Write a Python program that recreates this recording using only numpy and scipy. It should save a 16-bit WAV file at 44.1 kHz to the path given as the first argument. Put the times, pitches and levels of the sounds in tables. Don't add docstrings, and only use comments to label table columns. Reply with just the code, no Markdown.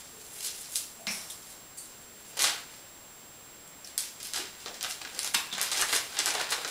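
import sys
import numpy as np
from scipy import signal
from scipy.fft import rfft, irfft
from scipy.io import wavfile
from scipy.ndimage import uniform_filter1d

SR = 44100
rng = np.random.default_rng(int(sys.argv[2]) if len(sys.argv) > 2 else 0)


def master_out(mix):
    frames = np.transpose(np.atleast_2d(mix))
    ceiling = np.clip(frames, -1, 1)
    pcm = np.round(ceiling * 32767).astype(np.int16)
    wavfile.write(sys.argv[1], SR, pcm)


def magnitude_from_level(level_db):
    exponent = np.asarray(level_db, float) / 20
    return 10 ** exponent


N = 295470

PARTS_HZ = (5670, 714, 2230, 10370)
# (frequency [Hz], gain [dB])
PAPER_SPECTRUM = [(120, -23.5), (250, -18), (400, -7), (800, -6), (5000, 2.5), (10000, 1), (13000, -5.5),
                  (16300, -19.5), (16750, -60)]


def read(points, hz):
    f, value = np.transpose(points)
    return np.interp(np.log(hz + 1), np.log(f + 1), value)


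def evened(x):
    return x / np.sqrt(np.mean(x ** 2) + 1e-20)


def add(mix, start_s, sound):
    part = mix[round(start_s * SR):][:len(sound)]
    part += sound[:len(part)]


def coloured(x, gain):
    return irfft(rfft(x) * gain, len(x))


def effort():
    # (peak time [s], effort [dB], rise time [s], fall time [s],
    # tilt [dB/octave])
    moves = [(0.0, -49.5, .01, 0.089, 4), (0.35, -56, 0.54, .1, 5), (0.465, -39.5, 0.14, 0.11, 5.5),
             (0.62, -49.5, 0.54, 0.29, 4), (0.74, -48.5, 0.078, 0.074, 11),
             (0.756, -38.5, 0.0063, 0.14, 13), (1.07, -43.5, .002, .3, 4), (1.3, -47, .002, 0.13, 11),
             (1.51, -53, 0.15, 0.11, 5.5), (1.772, -59.5, 0.0018, 0.64, 15), (2.3, -57.5, 0.18, .2, 3),
             (2.37, -40.5, .002, 0.086, -3), (2.391, -29, 0.0022, 0.11, 0.8),
             (2.423, -29.5, .03, 0.067, 1.5), (2.456, -33.5, 0.076, 0.11, -2.5),
             (2.77, -57.5, 0.092, 0.17, 3), (3.845, -56, 0.0015, 0.3, 1), (3.979, -40, .002, 0.18, 6.5),
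             (4.202, -43, .002, 0.03, 1.5), (4.229, -44, .002, 0.16, 4.5),
             (4.335, -35.5, 0.0019, 0.065, .1), (4.357, -37.5, 0.017, 0.13, -0.4),
               (4.64, -52, 0.13, 0.056, -1.2), (4.66, -48, .002, 0.054, -5), (4.76, -51.5, 0.12, 0.11, 0),
               (4.811, -40, 0.0015, 0.012, .1), (4.845, -41, 0.016, 0.036, -4.5),
               (4.905, -43, 0.066, 0.11, 1.5), (5.015, -40, .002, 0.011, -3),
               (5.051, -51.5, .01, 0.038, -6.5), (5.18, -50.5, 0.26, .05, -2),
               (5.191, -39.5, .002, 0.033, 2), (5.266, -38.5, 0.096, 0.028, -0.6),
               (5.346, -27, 0.0071, 0.036, -0.3), (5.45, -52, 0.063, 0.38, -2),
               (5.527, -42, .002, 0.16, -2),
             (5.581, -38.5, .002, 0.075, -3), (5.617, -36.5, .002, 0.073, -1.8),
               (5.634, -39.5, .02, 0.13, 4), (5.715, -36, .002, 0.1, -0.5), (5.764, -35.5, .002, 0.13, 3),
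               (5.822, -34.5, 0.14, 0.023, -2.5), (5.9, -42, 0.054, 0.037, -3),
               (5.928, -31, 0.0023, 0.05, -3), (5.956, -33.5, 0.076, 0.085, 3.5),
               (6.16, -46, 0.24, .02, -2), (6.167, -42.5, .002, 0.041, -4.5),
               (6.189, -29.5, 0.0056, 0.039, -1.5), (6.254, -42.5, .04, 0.018, -2),
               (6.262, -38, .002, .1, -3), (6.296, -34, 0.047, 0.03, -1.5),
               (6.352, -42.5, 0.018, 0.031, -6), (6.412, -39, 0.058, 0.086, -4),
               (6.505, -37, .002, 0.053, 10), (6.527, -37, 0.055, 0.073, -2.6),
               (6.62, -47, .1, 0.071, -3.5), (6.647, -37.5, 0.0026, 0.024, -5), (6.69, -43, 0.068, .1, -1)]
    parts_db = (-1.44, -11.5, -2.5, -2.5)
    parts_pace = (1.08, 1.22, 0.96, 3.9)
    settle_db, settle_times = -20.5, 3.7

    power = np.zeros((4, N))
    octaves = np.log2(np.array(PARTS_HZ) / PARTS_HZ[0])
    pace = np.array(parts_pace)[:, None]
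    for peak_s, db, rise_s, fall_s, tilt in moves:
        first = max(round((peak_s - 2 * rise_s) * SR), 0)
        t = np.arange(first, min(first + SR, N)) / SR - peak_s
        falls = np.maximum(t, 0) / max(fall_s, .005)
        shape = magnitude_from_level(-20 * falls * pace) + magnitude_from_level(settle_db - 20 * falls / settle_times)
        shape *= magnitude_from_level(20 * np.minimum(t, 0) / max(rise_s, .001))
        gain = magnitude_from_level(db + np.array(parts_db) + tilt * octaves)[:, None]
        power[:, first:first + len(t)] += (shape * gain) ** 2
    return np.sqrt(power)


def rustle(levels, clicks_per_s=3000, size_db=3.8, shared=.4, clump_db=2.5):
    hz = np.fft.rfftfreq(N, 1 / SR)
    happens, sign = rng.random((2, 5, N))
    sizes = magnitude_from_level(size_db * np.minimum(rng.exponential(1, (5, N)), 3)) * np.sign(sign - .5)
    common_drift = uniform_filter1d(rng.standard_normal(N), size=250)
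    own_drift = uniform_filter1d(rng.standard_normal((5, N)), size=900)
    clumps = magnitude_from_level(clump_db * evened(common_drift)) * magnitude_from_level(clump_db * evened(own_drift))
    clicks = sizes * (happens < clicks_per_s / SR) * clumps

    out = np.zeros(N)
    log_centres = np.log(np.sort(PARTS_HZ))
    for k, level in enumerate(levels):
        share = np.interp(np.log(hz + 1), log_centres, np.argsort(PARTS_HZ) == k)
        mixed = shared * clicks[4] + (1 - shared) * clicks[k]
        part = coloured(mixed, np.sqrt(share) * magnitude_from_level(read(PAPER_SPECTRUM, hz)))
        out += evened(part) * uniform_filter1d(level, size=60, origin=25)
    return out


def hallway(x, wet_db=-1.5, build_s=0.006):
    # (frequency [Hz], t60 [s])
    decay = [(300, 0.42), (1300, 0.39), (3500, 0.31), (9000, 0.27), (15000, 0.41)]
    # (time [s], level [dB])
    echoes = [(.0025, -13.5), (.0043, -42), (.0062, -23), (.009, -64)]

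    near = np.zeros(SR // 50)
    for delay_s, db in echoes:
        near[round(delay_s * SR)] = magnitude_from_level(db)
    hz, t, z = signal.stft(rng.standard_normal((3, SR // 2)), SR, nperseg=128)
    tails = signal.istft(z * magnitude_from_level(-60 * t / read(decay, hz)[:, None]), SR, nperseg=128)[1]
    tails *= np.minimum(np.arange(tails.shape[1]) / SR / build_s, 1)
    turns_per_s = 7
    turn = 2 * np.pi * (np.arange(N) / SR * turns_per_s + np.arange(3)[:, None] / 3)
    feeds = x * np.cos(turn) * np.sqrt(2 / 3)
    late = signal.oaconvolve(feeds, tails / np.linalg.norm(tails[0]), axes=1).sum(0)[:N]
    return x + signal.oaconvolve(x, near)[:N] + magnitude_from_level(wet_db) * late


def camera(whine_db=-55, overtone_db=-62, chirp_db=-70, hum_db=-76, chirp_s=0.0035):
    # (frequency [Hz], density [dB/Hz])
    hiss_spectrum = [(25, -4.5), (60, -3.5), (200, -1), (500, -2.5), (1000, -4.5), (3000, -8.5),
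                     (7000, -11), (11500, -13), (13500, -17.5), (14500, -13), (15300, -10), (15750, -17)]
    hiss_db = -52
    whine_hz, chirp_hz, hum_hz = 7569.3, 12050, 11553
    picture_s, first_picture_s = 1 / 30, .0323

    t = np.arange(N) / SR
    hiss_gain = magnitude_from_level(read(hiss_spectrum, np.fft.rfftfreq(N, 1 / SR)))
    hiss = evened(coloured(rng.standard_normal(N), hiss_gain))
    since = (t - first_picture_s) % picture_s
    phase = 2 * np.pi * whine_hz * since
    whine = magnitude_from_level(whine_db) * np.sin(phase) + magnitude_from_level(overtone_db) * np.sin(2 * phase)
    whine *= np.clip(np.minimum(since, picture_s - since) / 0.00041, 0, 1)
    chirp = magnitude_from_level(chirp_db) * np.sin(2 * np.pi * chirp_hz * since)
    chirp *= np.exp(-((since - .008) / chirp_s) ** 2)
    hum = magnitude_from_level(hum_db) * np.sin(2 * np.pi * hum_hz * t)
    return magnitude_from_level(hiss_db) * hiss + np.sqrt(2) * (whine + chirp + hum)


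def strays(level, per_s=80, low_hz=3000, high_hz=10000, above_effort_db=15):
    when, size, pitch = rng.random((round(per_s * N / SR), 3)).T
    db = 20 * np.log10(level[(when * N).astype(int)] + 1e-9) + above_effort_db - 10 * size
    centre_hz = low_hz * (high_hz / low_hz) ** pitch
    return list(zip(.01 + when * N / SR, db, centre_hz))


def snaps(rows, gain_db=2, ring_s=.00035, widen=1.35):
    flutter_share, flutter_s = .15, .004
    spread_share, spread_top_hz = .4, 3000
    size, lead = 2048, 64
    out, hz = np.zeros(N), np.fft.rfftfreq(size, 1 / SR)
    after = np.arange(size) / SR - lead / SR
    flutter = flutter_share * np.exp(-after / flutter_s) * (after > 0)
    shiver = rng.standard_normal((len(rows), size)) * (np.exp(-abs(after) / ring_s) + flutter)
    shiver[:, :lead] *= .3
    shiver[:, lead] = 4 * np.sign(shiver[:, lead])
    shiver[:, lead + 2] = -.6 * shiver[:, lead]
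    for (time_s, db, centre_hz), z in zip(rows, shiver):
        spread_hz = min(spread_share * centre_hz, spread_top_hz)
        band = np.exp(-((hz - centre_hz) / (2 * widen * spread_hz)) ** 2)
        click = coloured(z, band * magnitude_from_level(read(PAPER_SPECTRUM, hz)))
        peak = abs(signal.hilbert(click)).max()
        add(out, time_s - lead / SR, magnitude_from_level(db + gain_db) * click / peak)
    return out


def scuffs():
    # (time [s], start level [dB], resonance [Hz], width [Hz], t60 [s])
    contacts = [(0.13, -62, 426, 43, 7), (.996, -51.5, 690, 81, 0.99), (1.069, -33.5, 2310, 650, 0.41),
                (1.072, -46.5, 990, 870, 0.94), (1.073, -42.5, 199, 38, 0.34),
                (1.078, -35.5, 5500, 610, 0.62), (1.105, -46, 214, 22, 0.36),
                (1.113, -39.5, 9150, 5000, 0.82), (1.301, -43, 3530, 550, 0.11),
                (1.775, -50, 4570, 330, 0.35), (1.78, -42, 8400, 2000, 0.37),
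                (3.845, -40.5, 5500, 700, 0.059), (4.385, -46.5, 370, 170, 0.43),
                (4.68, -46, 600, 420, 0.42), (5.345, -44.5, 231, 96, 0.25), (5.349, -33.5, 3740, 300, 0.28),
                (5.35, -36, 2645, 200, 0.49), (5.355, -42.5, 1100, 180, 0.63), (5.515, -36, 3700, 500, .05),
                (5.526, -33, 3540, 660, 0.14), (5.528, -47, 187, 43, 0.36), (5.821, -28, 1500, 900, 0.22),
                (5.929, -32, 2000, 390, 0.33), (6.345, -33.5, 830, 270, 0.23)]
    out, t = np.zeros(N), np.arange(SR // 2) / SR
    hz = np.fft.rfftfreq(len(t), 1 / SR)
    noise = rng.standard_normal((len(contacts), len(t)))
    for (time_s, db, centre_hz, width_hz, t60_s), z in zip(contacts, noise):
        ring = coloured(z, 1 / (1 + ((hz - centre_hz) / width_hz) ** 2) ** 2)
        ring /= (abs(signal.hilbert(ring)) + 1e-9) ** .15
        add(out, time_s, evened(ring) * magnitude_from_level(db - 60 * t / t60_s) * np.minimum(t / 0.001, 1))
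    return out


def scene():
    # (time [s], peak level [dB], centre [Hz])
    crease_snaps = [(0.4283, -25, 6600), (0.4845, -27, 3000), (0.7572, -17, 3000), (0.758, -11, 9100),
                    (0.7689, -19, 7000), (1.0697, -16, 2900), (1.1129, -22, 8800), (1.3025, -30, 6700),
                    (2.37, -26, 7900), (2.3749, -22, 9000), (2.3927, -17, 6300), (2.4117, -17, 8800),
                    (2.4218, -7, 8000), (2.4281, -10, 9400), (2.4361, -12, 4600), (2.4404, -14, 4100),
                    (2.4531, -13, 4600), (2.4732, -15, 5300), (3.6776, -33, 10800), (3.848, -29, 5500),
                    (3.8744, -26, 6300), (3.9788, -14, 10500), (3.9795, -7, 9100), (4.0061, -18, 7100),
                    (4.2023, -28, 6600), (4.2304, -22, 9400), (4.261, -26, 7100), (4.2713, -24, 10300),
                    (4.3359, -15, 6800), (4.3451, -21, 4700), (4.362, -21, 7200), (4.3834, -21, 8200),
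                  (4.5516, -35, 3400), (4.6606, -21, 3100), (4.6821, -27, 3900), (4.7432, -29, 4100),
                  (4.81, -20, 3800), (4.8288, -13, 9000), (4.8393, -18, 4000), (4.8471, -19, 2500),
                  (4.8964, -25, 7000), (4.9111, -17, 7300), (4.9239, -23, 6600), (5.0166, -25, 3600),
                  (5.0509, -22, 3000), (5.1484, -26, 6800), (5.1917, -11, 6300), (5.2316, -17, 6500),
                  (5.2463, -13, 7000), (5.2645, -20, 6700), (5.2764, -17, 7900), (5.3384, -21, 5800),
                  (5.3488, -13, 7900), (5.5276, -20, 3600), (5.5527, -24, 3400), (5.5815, -20, 4900),
                    (5.6145, -7, 8000), (5.6289, -13, 7900), (5.7158, -17, 5900), (5.7324, -15, 6700),
                  (5.764, -19, 5700), (5.7877, -18, 5500), (5.8114, -15, 6100), (5.8161, -10, 7000),
                  (5.8217, -12, 4100), (5.8868, -20, 5500), (5.928, -12, 4700), (5.9428, -14, 6700),
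                  (5.9516, -12, 7200), (5.9658, -13, 6900), (6.1692, -21, 4300), (6.1902, -10, 6200),
                  (6.2025, -17, 3800), (6.2182, -20, 3600), (6.2594, -7, 7100), (6.2776, -16, 6800),
                  (6.2885, -17, 5900), (6.3064, -18, 5700), (6.34, -18, 8000), (6.3511, -17, 5800),
                  (6.3995, -21, 4500), (6.4153, -20, 4000), (6.5101, -20, 5900), (6.5207, -19, 6400),
                  (6.6483, -19, 3200), (6.6783, -23, 6400)]
    levels = effort()
    creases = crease_snaps + strays(levels[0])
    paper = snaps(creases) + rustle(levels)
    mono = hallway(paper) + scuffs() + camera()
    return np.array([mono, mono])


def band_limit(x):
    return signal.sosfilt(signal.butter(12, 16650, fs=SR, output="sos"), x)


def record(dry):
    edge_hz, open_db = 15760, -53
    low = irfft(rfft(dry) * (np.fft.rfftfreq(N, 1 / SR) < edge_hz), N)
    top = dry - low
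    top_db = 10 * np.log10(abs(uniform_filter1d(top ** 2, 128)) + 1e-14)
    opens = uniform_filter1d((top_db > open_db) * 1., 64)
    return band_limit(low + opens * top)


dry = scene()
out = record(dry)
master_out(out)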